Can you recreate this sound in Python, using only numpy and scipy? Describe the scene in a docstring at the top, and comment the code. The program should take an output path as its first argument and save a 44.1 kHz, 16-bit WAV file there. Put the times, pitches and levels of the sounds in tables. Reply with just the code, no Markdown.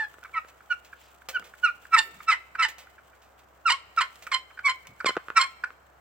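"""Wooden box call in a wood

Two runs of yelps with a pause between: the lid sticks and slips on the rim in higher, mostly clearer notes
and lower raspy ones, which mostly follow them. Pitched partials, friction hiss and box modes make the tone.
The lid squeaks faintly on its way back; the box knocks, thuds and scuffs in the hand.
Sleeves rustle (filtered noise), trees echo (decaying scatter), a low hum lies under the still air."""
import sys
import numpy as np
from scipy import signal
from scipy.fft import rfft, irfft, next_fast_len
from scipy.io import wavfile

SR = 44100
rng = np.random.default_rng(int(sys.argv[2]) if len(sys.argv) > 2 else 0)


def wav_out(sig):
    """Save sig, one row per channel (or a flat mono array), as 16-bit PCM at SR to the path in sys.argv[1]."""
    wavfile.write(sys.argv[1], SR, np.round(np.clip(np.atleast_2d(sig).T, -1, 1) * 32767).astype(np.int16))


N = 264776
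TIME = np.arange(N) / SR
CUTOFF_HZ = 16000

# wood knocking on wood: (time [s], strike level [dB], hollow thud over strike [dB])
KNOCK_STRIKES = [(0.142, -36.5, -3.5), (0.185, -39, 2.5), (0.295, -40.5, -5), (0.448, -36, 0.5),
                 (1.395, -34.5, -20.5), (2.5493, -48, -24), (5.0456, -17, 6), (5.061, -20.5, 8.5),
                 (5.093, -19, 5.5), (5.106, -20, -1), (5.1674, -14, 0), (5.170, -24.5, 16.5),
                 (5.176, -20.5, 1), (5.2845, -22.5, -7), (5.3024, -17.5, -6.5), (5.705, -30.5, -9)]


def from_db(db):
    """Decibels to gain."""
    return 10 ** (np.asarray(db) / 20)


def rms_one(x):
    """Scale to unit power."""
    return x / np.sqrt(np.mean(x ** 2) + 1e-20)


def gain_at(spectrum, hz):
    """Gain of a (Hz, dB) curve, interpolated on a log-frequency axis."""
    points_hz, db = np.transpose(spectrum)
    return from_db(np.interp(np.log(hz + 1e-9), np.log(points_hz), db))


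def coloured(x, spectrum):
    """Filter a noise to a spectrum; overall rms 1."""
    size = x.shape[-1]
    gain = gain_at(spectrum, np.fft.rfftfreq(size, 1 / SR))
    return rms_one(irfft(rfft(x) * gain, size))


def flutter(rate_hz):
    """Random motion up to about the given rate; spread 1."""
    size = next_fast_len(N, real=True)
    hz = np.fft.rfftfreq(size, 1 / SR)
    noise = rfft(rng.standard_normal(size))
    return rms_one(irfft(noise / (1 + (hz / rate_hz) ** 2), size)[:N])


def resonance(x, hz, width_hz):
    """One damped mode with gain 1 at its top."""
    r = np.exp(-np.pi * width_hz / SR)
    b = np.array([1, 0, -1]) * (1 - r * r) / 2
    a = [1, -2 * r * np.cos(2 * np.pi * hz / SR), r * r]
    return signal.lfilter(b, a, x + 1e-18)


def placed(x):
    """Off to the right: over most of the band that side is earlier and louder."""
    # (frequency [Hz], phase by which left leads right [rad])
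    phase_lead = [(100, 0), (1000, 1.02), (1400, -0.58), (2000, -0.5), (3300, -1.15), (5000, -1.75),
                  (8300, -2.0), (12000, -2), (16000, -1.5)]
    # (frequency [Hz], left over right [dB])
    balance = [(100, 2.5), (700, -0.5), (1300, -2), (2400, -3.5), (4400, -2.5), (8000, -5), (16000, 4)]
    hz = np.fft.rfftfreq(N, 1 / SR)
    points_hz, radians = np.transpose(phase_lead)
    lead = np.interp(hz, [0, *points_hz], [0, *np.unwrap(radians)])
    # each side takes half of the difference
    half = np.sqrt(gain_at(balance, hz)) * np.exp(.5j * lead)
    return irfft(rfft(x) * np.array([half, 1 / half]), N)


def still_air(level_db=-58.5, apart_db=3.0):
    """Coloured noise, partly common to both sides and partly separate."""
    # (frequency [Hz], relative density [dB per Hz])
    air_colour = [(53, -31.5), (90, -3.5), (210, -12.5), (737, -2.5), (915, -5.5), (1380, -4.5),
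                  (3360, -28), (5070, -30.5), (7660, -31), (9720, -45), (15000, -27), (16000, -44.5)]
    common = rng.standard_normal(N)
    apart = from_db(apart_db) * rng.standard_normal((2, N))
    return from_db(level_db) * coloured(common + apart, air_colour)


def hum(hum_hz=65.5, level_db=-68, waver=.13):
    """A low sine whose strength and phase waver."""
    phase = 2 * np.pi * hum_hz * TIME
    in_phase = np.sin(phase) * (1 + waver * flutter(rate_hz=9))
    quadrature = waver * flutter(rate_hz=6.4) * np.cos(phase)
    return from_db(level_db) * np.sqrt(2) * (in_phase + quadrature)


def rustle(raise_db=5.0, folds_db=3.5):
    """Sleeves and hands rustle as the arm moves: coloured noise broken up by folds of cloth."""
    # (time [s], level before raise_db [dB])
    cloth_level = [(0.0, -65.5), (0.53, -70), (0.95, -67.5), (1.08, -63.5), (1.3, -73.5), (1.52, -64.5),
                   (1.75, -66.5), (2.22, -62), (2.39, -67), (2.71, -77), (2.94, -71), (3.68, -75),
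                   (3.81, -77.5), (4.24, -62.5), (4.43, -69.5), (5.52, -69.5), (5.73, -75), (6.0, -77)]
    # (frequency [Hz], relative density [dB per Hz])
    cloth_colour = [(1000, 0), (3000, 5.5), (4200, -3), (5500, -4), (8000, 1.5), (9700, -9), (12000, -5.5),
                    (15500, -1)]
    folds = rms_one(from_db(folds_db * flutter(rate_hz=60)))
    noise = placed(rng.standard_normal(N)) + 1.2 * rng.standard_normal((2, N))
    level_db = np.interp(TIME, *np.transpose(cloth_level)) + raise_db
    return from_db(level_db) * coloured(noise, cloth_colour) * folds


def background():
    """Sum of the steady layers: still air, hum and rustling cloth."""
    return still_air() + hum() + rustle()


def echoes(x, level_db, t60_s, delay_s):
    """Scattered returns from trunks and branches: decaying noise, different at each ear."""
    # (frequency [Hz], relative response [dB])
    wood_colour = [(150, -15), (500, 8.5), (1300, -4), (2300, 2), (5000, -3.5), (9000, -3.5), (16000, 1.5)]
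    t = TIME[:SR]
    decay = from_db(-60 * t / t60_s)
    onset = np.clip(t / delay_s - 1, 0, 1)
    scatter = coloured(rng.standard_normal((2, SR)), wood_colour) * decay * onset
    scatter /= np.sqrt(np.sum(scatter ** 2, axis=1, keepdims=True))
    return from_db(level_db) * signal.fftconvolve(x[None], scatter, axes=1)[:, :N]


def bumps():
    """Soft swells of band-limited noise as hand and sleeve shift."""
    # (time [s], level [dB], length [s], centre [Hz])
    swells = [(0.93, -64, 0.21, 2690), (0.978, -70, 0.15, 4900), (1.3, -60, 0.23, 460),
              (1.381, -60, 0.064, 182), (1.988, -60, 0.17, 385), (2.0, -58, 0.098, 14160),
              (2.098, -63, 0.14, 171.6), (3.98, -61, 0.039, 111.7), (4.872, -55.5, 0.071, 125)]
    out = np.zeros(N)
    for s, db, length_s, hz in swells:
        swell = np.sin(np.pi * np.clip((TIME - s) / length_s, 0, 1))
        noise = resonance(resonance(rng.standard_normal(N), hz, hz / 2), hz, hz)
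        out += from_db(db) * swell * rms_one(noise)
    return out


def thuds(thud_db=25.0, low_db=17.5):
    """The hollow of the box answers the knocks: impulses into broad low modes."""
    taps = np.zeros(N)
    for s, db, hollow_db in KNOCK_STRIKES:
        taps[round(s * SR)] = from_db(db + hollow_db)
    hollow = from_db(thud_db) * resonance(taps, hz=400.0, width_hz=410)
    hollow += from_db(low_db) * resonance(taps, hz=196, width_hz=88)
    return resonance(hollow, hz=374, width_hz=480)


def box(x, damping=1):
    """All modes of the box in parallel; damping widens them."""
    # (frequency [Hz], width at damping 1 [Hz], gain [dB])
    modes = [(1055, 41, -46), (1424, 17, 38), (1400, 67, 11), (1915, 59, 21.5), (1924, 52, 3),
             (2440, 130, 27.5), (2670, 140, -32.5), (3070, 120, -22.5), (3850, 97, -6.5),
             (3850, 220, -17.5), (4380, 310, -13.5), (5100, 560, 1), (6860, 630, -17.5), (8300, 400, -40)]
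    return sum(from_db(db) * resonance(x, hz, width_hz * damping) for hz, width_hz, db in modes)


def knocks(ring_db=-10.0, tick_db=28.5, contact_hz=3500):
    """Each knock ticks and rings the hand-damped box; soft wood dulls the contact."""
    taps = np.zeros(N)
    for s, db, _ in KNOCK_STRIKES:
        taps[round(s * SR)] = from_db(db)
    taps = signal.sosfilt(signal.butter(1, contact_hz, fs=SR, output="sos"), taps)
    tick = resonance(resonance(taps, hz=1270, width_hz=690), hz=1290, width_hz=550)
    return from_db(ring_db) * box(taps, damping=1.3) + from_db(tick_db) * tick


def scuffs(grain_db=1.0):
    """Dry grainy rubs of lid and fingers: noise that starts at once and fades exponentially."""
    # (time [s], level [dB], fade time constant [s])
    rubs = [(0.133, -59, .005), (0.238, -42.5, 0.0021), (0.484, -50, 0.013), (0.848, -50.5, 0.02),
            (1.287, -29.5, 0.014), (1.396, -39.5, 0.0026), (1.442, -49, 0.031), (2.685, -37, 0.016),
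            (2.783, -44.5, 0.03), (3.218, -58.5, 0.041), (3.392, -56, .013), (3.963, -45, 0.011),
            (4.157, -42.5, 0.0025), (4.223, -45, 0.019), (4.268, -40, 0.0059), (4.87, -40.5, 0.0054)]
    # (frequency [Hz], relative density [dB per Hz])
    rub_colour = [(150, -22.5), (600, -0.5), (1300, -2), (2500, 2), (4500, -4), (8000, -5.5), (10000, -16),
                  (15000, -8.5)]
    level = np.zeros(N)
    for s, db, fade_s in rubs:
        level += from_db(db) * (TIME >= s) * np.exp(-np.abs(TIME - s) / fade_s)
    grain = rng.standard_normal(N) * from_db(grain_db * flutter(rate_hz=650))
    return level * coloured(grain, rub_colour)


def wood_grain(x, t60_s, share):
    """The plank's many small, quickly dying resonances break gliding partials into blotches."""
    t = TIME[:SR // 20]
    ring = rng.standard_normal(len(t)) * from_db(-60 * t / t60_s)
    rung = signal.fftconvolve(x, ring / np.linalg.norm(ring))[:N]
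    return np.sqrt(1 - share) * x + np.sqrt(share) * rung


def second_mode(pitch_hz, first, phase, level_db=-4.5, mode_hz=2275, pull=0.45, mixing=0.12, beat_db=-4.0):
    """On a rough high note a second mode of the wall sings along and mixes with the slip rate."""
    own_hz = mode_hz + pull * (pitch_hz - 1320) + 25 * flutter(rate_hz=220)
    own = 2 * np.pi * np.cumsum(own_hz) / SR
    high_share = np.interp(pitch_hz, [1150, 1280, 1450], [0.13, 0.8, 0.35])
    mixed = np.sin(own) * (1 + mixing * np.cos(phase))
    mixed += from_db(beat_db) * np.sin(2 * (own - phase))
    return from_db(level_db) * first * high_share * mixed


def partials(pitch_hz, phase, upper, rasp, brightening=0.6, chatter_db=5.0):
    """Third and higher harmonics: brighter when the lid bites harder, throbbing as it chatters."""
    # the box's radiation: (frequency [Hz], relative response [dB])
    radiation = [(2500, 4.5), (3150, 5.5), (3700, -0.5), (4400, -1.5), (5300, -1.5), (6500, -13.5),
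                 (7300, -12), (8400, -11), (9400, -35.5), (11000, -27), (14500, -37.5), (16000, -45)]
    orders = np.arange(3, 17)[:, None]
    partial_hz = orders * pitch_hz
    bite_db = np.clip(20 * np.log10(upper + 1e-9) + 28, -20, 4)
    tilt = from_db(brightening * bite_db * np.log2(orders / 3))
    shape = gain_at(radiation, partial_hz) * (partial_hz < CUTOFF_HZ) * tilt
    shape = shape / np.sqrt(np.sum(shape ** 2, axis=0))
    wobbles = [flutter(rate_hz=220) for _ in range(5)]
    tone = np.zeros(N)
    for k, gain in zip(orders[:, 0], shape):
        # higher partials lose step with the slips sooner
        wobble = .5 * np.sqrt(k) * (rasp + .1) * wobbles[k % 5]
        tone += gain * np.sin(k * phase + k * k + wobble)
    return upper * tone * rms_one(from_db(chatter_db * flutter(rate_hz=46)))


def stick_slip(pitch_hz, first, octave, upper, rasp, jitter=0.016, shimmer=0.25, ring_db=-6.5, hiss_db=0.0):
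    """The lid slips once a cycle; rasp unsettles the rate and the partials and shakes the box's modes."""
    # hiss of the rubbing wood: (frequency [Hz], relative density [dB per Hz])
    friction_colour = [(200, -57), (650, -31.5), (950, 11.5), (1900, 12.5), (3000, -8.5), (5000, -36),
                       (6500, -25), (8300, -8), (9500, -55.5), (14500, -37), (16500, -42.5)]
    slip_hz = pitch_hz * (1 + jitter * rasp * flutter(rate_hz=540))
    phase = 2 * np.pi * np.cumsum(slip_hz) / SR
    low = first * (1 + shimmer * rasp * flutter(rate_hz=120)) * np.sin(phase)
    octave_level = octave * (1 + 2 * shimmer * rasp * flutter(rate_hz=63))
    low += octave_level * np.sin(2 * phase + rasp * flutter(rate_hz=37))
    high = wood_grain(partials(pitch_hz, phase, upper, rasp), t60_s=.02, share=.38)
    tone = low + high + second_mode(pitch_hz, first * rasp, phase)
    # every slip drags a puff of friction noise with it
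    puffs = 1 + 0.26 * np.cos(phase)
    force = rasp * np.sqrt(0.22 * first ** 2 + 0.25 * octave ** 2 + upper ** 2)
    grain = rng.standard_normal(N) * puffs
    ringing = box(grain * force) / np.std(box(grain))
    hiss_level = rasp * np.hypot(upper, 0.65 * force)
    hiss = hiss_level * coloured(rng.standard_normal(N) * puffs, friction_colour)
    return np.sqrt(2) * tone + from_db(ring_db) * ringing + from_db(hiss_db) * hiss


def squeaks(sag=0.24, octave_db=-19.5, upper_db=-15.0, bite=.45, rasp=0.94):
    """The returning lid catches for a few cycles, sagging in pitch; firmer catches carry more overtones."""
    # light touches of the lid: (time [s], mid pitch [Hz], peak level [dB], length [s])
    touches = [(.229, 1453, -46, 0.011), (.245, 1310, -43, 0.026), (.443, 1355, -51.5, 0.0054),
               (.604, 1386, -49.5, 0.0075), (.926, 1482, -45, 0.016), (1.219, 1442, -50, 0.0055),
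               (1.423, 1314, -45.5, 0.0083), (1.537, 1393, -48, .009), (1.852, 1547, -45, 0.0059),
               (2.203, 1272, -42, 0.01), (2.55, 1499, -33.5, 0.014), (2.871, 1404, -50.5, 0.0087),
               (2.98, 1375, -52, 0.02), (3.129, 1428, -54, 0.017), (4.266, 1402, -36, .016),
               (4.504, 1350, -46.5, 0.015), (4.572, 1461, -43.5, .014), (4.59, 1434, -36, .008),
               (4.85, 1403, -48, .018), (5.002, 1404, -33.5, .014), (5.149, 1367, -43, .014),
               (5.637, 1456, -27.5, 0.012)]
    pitch_hz, level = np.full(N, float(touches[0][1])), np.zeros(N)
    for s, hz, db, length_s in touches:
        now = (TIME >= s) & (TIME < s + length_s)
        progress = (TIME[now] - s) / length_s
        pitch_hz[now] = hz * (1 + sag * (.5 - progress))
        level[now] = from_db(db) * np.sin(np.pi * progress ** 0.65)
    overtones = level * (level / level.max()) ** bite
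    octave, upper = overtones * from_db(octave_db), overtones * from_db(upper_db)
    return stick_slip(pitch_hz, level, octave, upper, rasp, jitter=.07, shimmer=0.56, hiss_db=2.5)


def lid_ring(x, hz=1795, width_hz=13, level_db=-4.0):
    """A lightly damped mode of the lid sings on after a stroke."""
    return from_db(level_db) * resonance(x, hz, width_hz)


def note_span(s, length_s, attack_s, release_s, margin_s=.04):
    """A squeal grows and dies exponentially; gives its samples, age [s] and envelope."""
    now = (TIME >= s - margin_s) & (TIME < s + length_s + margin_s)
    age_s = TIME[now] - s
    attack = 1 / (1 + np.exp(-age_s / attack_s))
    contact = attack / (1 + np.exp((age_s - length_s) / release_s))
    return now, np.clip(age_s, 0, length_s), contact


def high_note(s, length_s, attack_s, hz, glide, db, octave_db, upper_db, rasp):
    """The lid grips: a higher note that sags, brightens as the lid presses harder, and dives at its end."""
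    dive_hz, dive_s, bite_db_per_s = 69.5, 0.0036, 179.5
    now, age_s, contact = note_span(s, length_s, attack_s, release_s=0.0033)
    from_middle_s = age_s - length_s / 2
    dive = dive_hz * np.exp((age_s - length_s) / dive_s)
    pitch_hz = hz + glide * from_middle_s - dive
    bite_db = bite_db_per_s * from_middle_s
    return now, contact, (pitch_hz, db, octave_db + bite_db, upper_db + bite_db, rasp)


def low_note(s, length_s, attack_s, hz, glide, db, octave_db, upper_db, rasp):
    """A looser grip: a lower note whose pitch drops at its start in a burst of rasp, then glides and fades."""
    drop_hz, drop_s = 150, .0055   # start above the glide, settling time
    burst_rasp, burst_s = 0.3, .012
    fade_db_per_s, octave_fade_db_per_s = 40, 65.5
    now, age_s, contact = note_span(s, length_s, attack_s, release_s=.005)
    from_middle_s = age_s - length_s / 2
    pitch_hz = hz + glide * from_middle_s + drop_hz * np.exp(-age_s / drop_s)
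    rough = rasp + burst_rasp * np.exp(-age_s / burst_s)
    first_db = db - fade_db_per_s * from_middle_s
    octave_db = octave_db - octave_fade_db_per_s * from_middle_s
    return now, contact, (pitch_hz, first_db, octave_db, upper_db, rough)


def sing(notes):
    """Join notes into one squeal; where two overlap, pitch and rasp slide from one to the other."""
    pitch_hz, first, octave, upper, rasp, weight = np.zeros((6, N))
    for now, contact, (hz, db, octave_db, upper_db, rough) in notes:
        first[now] += contact * from_db(db)
        octave[now] += contact * from_db(db + octave_db)
        upper[now] += contact * from_db(db + upper_db)
        pitch_hz[now] += contact * hz
        rasp[now] += contact * rough
        weight[now] += contact
    touching = weight > 0

    def joined(total):
        """Contact-weighted mean, bridged across the gaps."""
        return np.interp(TIME, TIME[touching], total[touching] / weight[touching])

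    return stick_slip(joined(pitch_hz), first, octave, upper, np.clip(joined(rasp), 0, 1))


def yelps():
    """Full strokes of the lid; where a high and a low note meet, both sound together for a moment."""
    # higher, mostly clearer notes, usually at the start of a stroke: (time [s], length [s], attack [s],
    # mid pitch before dive [Hz], glide [Hz/s], fundamental level [dB], mid octave over fundamental [dB],
    # mid upper partials over fundamental [dB], rasp [0-1])
    higher_notes = [(0.366, 0.022, 0.0086, 1318, -500, -22, -18.5, -21, 0.37),
                    (0.706, 0.024, 0.0025, 1446, -2500, -22, -13.5, -20.5, 0.36),
                    (1.351, 0.023, 0.0055, 1478, -4500, -23.5, -12.5, -24, 0.36),
                    (1.636, 0.028, .0022, 1421, -3500, -16.5, -11, -17.5, 0.18),
                    (1.686, 0.020, 0.0032, 1434, -500, -26.5, -27, -26.5, .3),
                    (1.936, 0.019, 0.0047, 1335, -600, -10.5, -13.5, -18, 0.6),
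                    (2.284, 0.025, 0.0034, 1319, -600, -16.5, -11.5, -14, 0.52),
                    (2.592, 0.029, 0.0033, 1330, -400, -20.5, -9.5, -13, 0.63),
                    (3.659, 0.016, 0.002, 1380, -2700, -16, -13, -12, 0.02),
                    (3.976, 0.015, 0.0013, 1347, -4200, -16.5, -19.5, -14, 0.36),
                    (4.651, 0.027, 0.0037, 1125, -400, -25.5, 7.5, 0.5, 0.18),
                    (5.366, 0.020, 0.0028, 1348, -500, -11, -17.5, -14.5, 0.71)]
    # lower raspy notes, mostly after a clear note, some before one or alone: (time [s], length [s],
    # attack [s], mid pitch before initial drop [Hz], glide [Hz/s], mid fundamental level [dB],
    # mid octave over db column [dB], upper partials over db column [dB], rasp before burst [0-1])
    lower_notes = [(-0.025, 0.075, 0.0026, 883, -1400, -42.5, 13, 5.5, 0.26),
                   (0.344, 0.044, 0.0033, 963.5, -1800, -41.5, 5, -13, 0.29),
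                   (1.670, 0.014, 0.0021, 1203, -2500, -29, -4, -23, 0.5),
                   (1.964, 0.039, 0.00141, 900.7, -300, -31, 8.5, 5, 0.43),
                   (2.312, 0.033, 0.0023, 1005, -2500, -36.5, 13.5, 5, 0.88),
                   (2.623, 0.02, 0.0028, 969.7, 3506, -35, 13.5, 8.5, 0.6),
                   (2.646, 0.013, 0.0022, 865, -3, -32, 5.5, 6, 0.36),
                   (3.678, 0.015, 0.0016, 1216, -1000, -19, -5.5, -5.5, 0.25),
                   (3.696, 0.025, 0.0021, 899.2, 1513.5, -29.5, 3, 4, 0.57),
                   (3.723, 0.020, 0.0038, 1067, 3498, -27, -7, -4, .35),
                   (3.992, 0.013, 0.0027, 1215, -2000, -19.5, -10, -17, 0.25),
                   (4.008, 0.010, 0.0017, 880.6, 2, -30.5, 3, 7.5, 0.86),
                   (4.019, 0.018, 0.0017, 1053, 2003, -31, -1, -1.5, 0.59),
                   (4.317, 0.053, 0.00077, 1033, 90, -30, -1.5, -1.5, 0.53),
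                   (4.679, 0.038, 0.001, 1020, 1504, -28.5, -1.5, 1.5, 0.3),
                   (5.059, 0.037, 0.0017, 1045, -1500, -25.5, -.5, 0, 0.27),
                   (5.389, 0.058, 0.0042, 1058, 599.5, -25, -4.5, -0.5, 0.42)]
    high = sing([high_note(*row) for row in higher_notes])
    low = sing([low_note(*row) for row in lower_notes])
    return high + low


def scene():
    """The call, near trunks, the deeper wood and the background."""
    call = yelps() + squeaks() + scuffs()
    ring = lid_ring(call) + lid_ring(call, hz=2270, width_hz=6, level_db=-13.5)
    call = call + ring + knocks()
    low = thuds() + bumps()
    near = echoes(call, level_db=-9.0, t60_s=0.19, delay_s=0.0021)
    far = echoes(call + .3 * low, level_db=-27.0, t60_s=1.0, delay_s=0.024)
    return placed(call) + low + near + far + background()


def record(dry):
    """Steep elliptic low-pass cuts the top."""
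    return signal.sosfilt(signal.ellip(10, .1, 80, CUTOFF_HZ, fs=SR, output="sos"), dry)


dry = scene()
out = record(dry)
wav_out(out)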